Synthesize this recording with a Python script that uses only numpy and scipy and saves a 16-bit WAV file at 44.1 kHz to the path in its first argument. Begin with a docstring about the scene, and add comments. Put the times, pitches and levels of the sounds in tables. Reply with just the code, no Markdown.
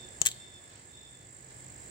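"""Crickets rasp and trill in a garden, and almost at once a butterfly knife is flipped shut close by.
One handle clicks against its pin, then the two metal handles slap together and rattle to rest.
The near cricket drags the teeth of one wing over the other, about fifty strokes a second.
A far bird calls three times, and distant machinery hums under the soft outdoor air."""
import sys
import numpy as np
from scipy import signal
from scipy.fft import rfft, irfft
from scipy.io import wavfile

SR = 44100
rng = np.random.default_rng(int(sys.argv[2]) if len(sys.argv) > 2 else 0)


def put_to_file(sound):
    """Save the sound as 16-bit audio at rate SR, in the file named by the first command-line argument."""
    columns = np.atleast_2d(sound).T  # one column per channel
    safe = np.clip(columns, -1, 1)
    whole_steps = np.round(safe * 32767)
    wavfile.write(sys.argv[1], SR, whole_steps.astype(np.int16))


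N = 83790
T = np.arange(N) / SR


def amp(db):
    """Decibels to gain."""
    return 10 ** (np.asarray(db) / 20)


def unit_rms(x):
    """Scales to rms 1."""
    return x / np.sqrt(np.mean(abs(x) ** 2) + 1e-20)


def gain_curve(points):
    """Gain over time from rows of time_s, level_db."""
    return amp(np.interp(T, *np.transpose(points)))


def log_interp(points, hz):
    """Interpolates rows of freq_hz, value on a log axis."""
    freq_hz, value = np.transpose(points)
    return np.interp(np.log(hz + 1), np.log(freq_hz), value)


def add(mix, start_s, sound):
    """Mixes a sound in at start_s."""
    part = mix[:, round(start_s * SR):][:, :sound.shape[-1]]
    part += sound[..., :part.shape[1]]


def bandpass(x, low_hz, high_hz):
    """Butterworth band-pass, capped below Nyquist."""
    sos = signal.butter(3, [low_hz, min(high_hz, .48 * SR)], "band", fs=SR, output="sos")
    return signal.sosfilt(sos, x)


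def narrow_noise(hz, width_hz):
    """Complex noise band of rms 1: a wavering tone."""
    freq_hz = np.fft.fftfreq(N, 1 / SR)
    spectrum = rng.standard_normal(N) + 1j * rng.standard_normal(N)
    return unit_rms(np.fft.ifft(spectrum / (1 + (2 * (freq_hz - hz) / width_hz) ** 4)))


# freq_hz, width_hz, level_re_air_db
HUM_BANDS = [(56, 2.7, -16.5), (102.5, 7.9, -13.5), (129.8, 4.5, -10), (362.6, 18.4, -18)]


def machinery_hum():
    """Distant machinery: low, wavering tones."""
    return sum(amp(db) * unit_rms(narrow_noise(hz, width_hz).real) for hz, width_hz, db in HUM_BANDS)


# freq_hz, relative_density_db
AIR_SPECTRUM = [(20, -40), (32, 2), (45, -19), (60, -2), (130, 0.5), (200, -7), (400, -8), (700, -10),
                (1250, -15), (2100, -14.5), (2700, -21), (6000, -22), (9000, -18.5), (10500, -67),
                (13000, -36.5), (16000, -37)]
# freq_hz, stereo_correlation
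AIR_CORRELATION = [(60, .8), (200, 0.88), (400, 0.58), (700, -0.098), (1300, -0.68), (2400, 0.23),
                   (8000, 0.17)]
# time_s, level_db
BACKGROUND_LEVEL = [(0, -52.5), (.2, -52.5), (.45, -55.5), (.8, -56.5), (1.1, -57.5), (1.35, -56.5),
                    (1.55, -53.5), (1.9, -52)]


def outdoor_air():
    """Soft rumble and hiss that dip and recover together with the hum."""
    hz = np.fft.rfftfreq(N, 1 / SR)
    left, other = rfft(rng.standard_normal((2, N)))
    correlation = log_interp(AIR_CORRELATION, hz)
    right = correlation * left + np.sqrt(1 - correlation ** 2) * other
    wash = unit_rms(irfft(np.array([left, right]) * amp(log_interp(AIR_SPECTRUM, hz)), N))
    return gain_curve(BACKGROUND_LEVEL) * (wash + machinery_hum())


def insect_bands(bands):
    """Narrow bands of insect song, uncorrelated left and right."""
    return sum(np.array([amp(db) * unit_rms(narrow_noise(hz, width_hz).real) for db in sides_db])
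               for hz, width_hz, *sides_db in bands)


# freq_hz, width_hz, left_db, right_db
CHORUS_BANDS = [(1730, 150, -68, -68), (2030, 220, -71, -71), (8130, 160, -65, -64), (7020, 450, -68, -63),
                (7700, 600, -65, -65)]


def insect_chorus():
    """Many far insects blur into steady bands that swell with the background."""
    return insect_bands(CHORUS_BANDS) * unit_rms(gain_curve(BACKGROUND_LEVEL)) ** 0.59


# start_s, length_s, level_db, fundamental_hz
BIRD_CALLS = [(-.16, 0.35, -51.5, 904), (0.322, 0.47, -57.5, 900), (.88, .42, -56.5, 900)]
# harmonic, gain_db
BIRD_PARTIALS = [(3, -11), (4, 5.5), (5, -13), (6, -9.5)]


def far_bird():
    """Slightly falling cries, smeared by distance."""
    rise_s, release_s, fade_db, sag_hz_per_s = 0.14, 0.014, -23, 70
    flutter_hz, rasp_hz = 30, 290
    out = np.zeros((2, N))
    for start_s, length_s, level_db, fundamental_hz in BIRD_CALLS:
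        t = np.clip(T - start_s, 0, length_s)
        gate = np.minimum(t / rise_s, 1) * np.minimum((length_s - t) / release_s, 1)
        envelope = gate * amp(level_db + fade_db * (t / length_s) ** 2)
        phase = 2 * np.pi * np.cumsum(fundamental_hz - sag_hz_per_s * t) / SR
        blur = [.8 + narrow_noise(0, flutter_hz) + .9 * narrow_noise(0, rasp_hz) for side in "LR"]
        partials = sum(amp(db) * np.exp(1j * harmonic * phase) for harmonic, db in BIRD_PARTIALS)
        out += envelope * np.sqrt(2) * (unit_rms(np.array(blur)) * partials).real
    return out


# freq_hz, width_hz, left_db, right_db
CHIRP_SONG = [(7500, 290, -69, -60), (8340, 180, -66, -79), (9340, 600, -70, -78)]


def chirping_cricket():
    """A high song that swells about four times a second."""
    period_s, peak_s, swing_db = .239, .16, 8.5
    swell = unit_rms(amp(swing_db * np.cos(2 * np.pi * (T - peak_s) / period_s)))
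    return insect_bands(CHIRP_SONG) * swell * unit_rms(gain_curve(BACKGROUND_LEVEL)) ** 0.89


# time_s, level_db
NEAR_CRICKET_LEVEL = [(0, -50.5), (.18, -50.5), (.4, -54.5), (.8, -54.5), (1.25, -54), (1.6, -49.5),
                      (1.9, -47.5)]


def near_cricket():
    """Each wing stroke drags a row of teeth over a resonance that sags as the wing closes."""
    wingbeat_hz, stroke_duty, teeth_per_s = 50.78, .64, 2600
    resonance_hz, sag_hz, width_hz = 7850, 1108, 1150
    tone_db, overtone_db, left_db = -10, -20.5, -27.5
    stroke = np.minimum((wingbeat_hz * T - .18) % 1 / stroke_duty, 1)
    force = unit_rms(abs(np.sin(np.pi * stroke)) ** .7)
    # The ring is built around 0 Hz, then shifted up to the resonance.
    teeth = (rng.random((2, N)) < teeth_per_s / SR) * np.exp(2j * np.pi * rng.random((2, N)))
    pole = np.exp(-np.pi * width_hz / SR)
    rough_ring = unit_rms(signal.lfilter([1], np.poly([pole, pole]), teeth))
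    clean_ring = 1.9 * np.exp(2j * np.pi * narrow_noise(0, wingbeat_hz / 2).real)
    pitch_hz = resonance_hz - sag_hz * stroke ** 2.4
    wing = unit_rms(rough_ring + clean_ring) * np.exp(2j * np.pi * np.cumsum(pitch_hz) / SR)
    tone = amp(tone_db) * narrow_noise(hz=7640, width_hz=35)
    rasp = unit_rms(bandpass(force * (wing + tone).real, low_hz=6100, high_hz=9000))
    overtone = amp(overtone_db) * unit_rms((1 + force) * narrow_noise(hz=15380, width_hz=650).real)
    return amp([[left_db], [0]]) * gain_curve(NEAR_CRICKET_LEVEL) * (rasp + overtone)


# centre_s, half_length_s, level_db
FINGER_RUBS = [(0.757, 0.09, -59.5), (1.51, 0.02, -61)]


def fingers():
    """Skin slides faintly over the handles."""
    pressure = sum(amp(db) * np.exp(-((T - centre_s) / half_s) ** 2)
                   for centre_s, half_s, db in FINGER_RUBS)
    return pressure * unit_rms(bandpass(rng.standard_normal((2, N)), low_hz=1140, high_hz=5600))


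# low_hz, high_hz, t60_s, gain_db
SCATTER_BANDS = [(300, 1540, 0.091, -4.5), (2600, 5230, 0.42, -10.5), (6000, 40000, 0.25, -16)]


def scatter(direct, delay_s=0.0039):
    """A brief diffuse tail reflected from hand, body and ground."""
    t, tail = T[:SR // 3], 0
    for low_hz, high_hz, t60_s, gain_db in SCATTER_BANDS:
        taps = rng.standard_normal((2, len(t))) * amp(-60 * t / t60_s) * (t > delay_s)
        tail += amp(gain_db) * bandpass(taps / np.linalg.norm(taps[0]), low_hz, high_hz)
    return signal.fftconvolve(direct.mean(0)[None], tail, axes=1)[:, :N]


# start_s, level_db
HAND_THUDS = [(0.2167, -36), (.2612, -42.5)]


def hand_thuds():
    """The two main blows push into the hand: a sharp tap and a dull, low tone."""
    pitch_hz, t60_s, tap_db, tap_decay_s, right_db = 149, 0.051, 20, 0.0003, -27
    out, t = np.zeros((2, N)), T[:SR // 10]
    tone = amp(-60 * t / t60_s) * np.sin(2 * np.pi * pitch_hz * t)
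    tap = amp(tap_db) * np.exp(-t / tap_decay_s)
    for start_s, level_db in HAND_THUDS:
        add(out, start_s, amp([[level_db], [level_db + right_db]]) * (tone + tap))
    return out


# low_hz, high_hz, t60_s, right_db, stereo_correlation; rows: clack, sizzle, tick
RATTLE_BANDS = [(1870, 4060, 0.017, 1, 0.97), (5650, 8480, 0.03, -5.5, 0.24),
                (9400, 15900, 0.012, -3, 0.32)]
# freq_hz, gain_db, t60_s
STEEL_MODES = [(2060, -2, 0.028), (2710, -13, 0.041), (2956, 1, 0.084), (3135, -1, 0.12), (3435, -11, .05),
               (3610, 6, 0.035), (3870, -15, 0.043), (4352, 8.5, 0.031), (6900, 15, 0.033), (7210, 2, .06),
               (7700, -1, 0.042), (12900, -3, .03), (14700, -12, .03)]


def metal_contact(snap_db, snap_hz, snap_rise_s, clack_db, sizzle_db, tick_db, ring_db):
    """Metal meets metal: a snap, a rough rattle, and a hand-damped ring of blade and handles."""
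    attack_s, right_delay_s, snap_right_db, ring_right_db = 0.00054, 0.00021, -14, 4
    t = T[:SR // 5]
    attack = np.minimum(t / attack_s, 1)
    pulse = (t / snap_rise_s * np.exp(1 - t / snap_rise_s)) ** 4.5
    snap = amp(snap_db) * pulse * np.sin(2 * np.pi * snap_hz * t)
    out = amp([[0], [snap_right_db]]) * snap
    for level_db, band in zip((clack_db, sizzle_db, tick_db), RATTLE_BANDS):
        low_hz, high_hz, t60_s, right_db, correlation = band
        left, other = unit_rms(bandpass(rng.choice([-1., 1.], (2, len(t))), low_hz, high_hz))
        delayed = np.interp(t - right_delay_s, t, left)
        right = correlation * delayed + np.sqrt(1 - correlation ** 2) * other
        out += np.array([left, amp(right_db) * right]) * attack * amp(level_db - 60 * t / t60_s)
    ring = attack * sum(amp(ring_db + db - 60 * t / t60_s) * np.sin(2 * np.pi * (hz * t + rng.random()))
                        for hz, db, t60_s in STEEL_MODES)
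    return out + np.array([ring, amp(ring_right_db) * np.interp(t - right_delay_s, t, ring)])


# start_s, snap_db, snap_hz, snap_rise_s, clack_db, sizzle_db, tick_db, ring_db
KNIFE_CONTACTS = [(.2162, -.3, 7100, .0005, -26, -22, -27, -46),
                  (.2531, -21, 6700, .0006, -30, -25, -26, -50),
                  (.26075, -2.8, 7800, .00072, -18.5, -22, -24, -42),
                  (.2652, -22, 7500, .0005, -24, -24, -18, -48),
                  (.2688, -7.3, 7850, .0008, -20.5, -25, -26, -44),
                  (.2764, -30, 7000, .0007, -29, -30, -32, -54),
                  (.2866, -22, 7800, .0007, -30, -34, -35, -56),
                  (.3142, -29, 7900, .0012, -35, -40, -43, -57)]


def knife():
    """One handle hits its pin, then both slap together and rattle to rest."""
    out = hand_thuds()
    for start_s, *settings in KNIFE_CONTACTS:
        add(out, start_s, metal_contact(*settings))
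    return out


def scene():
    """The knife in front of the garden."""
    clicks = knife()
    foreground = clicks + scatter(clicks) + fingers()
    return foreground + near_cricket() + chirping_cricket() + insect_chorus() + far_bird() + outdoor_air()


def record(dry):
    """Full-scale clip, low cut and band limit."""
    low_cut_hz, high_cut_hz = 45, 16450
    highpass = signal.butter(2, low_cut_hz, "high", fs=SR, output="sos")
    lowpass = signal.firwin(255, high_cut_hz, window=("kaiser", 8), fs=SR)
    return signal.oaconvolve(signal.sosfilt(highpass, np.clip(dry, -1, 1)), lowpass[None], "same")


dry = scene()
out = record(dry)
put_to_file(out)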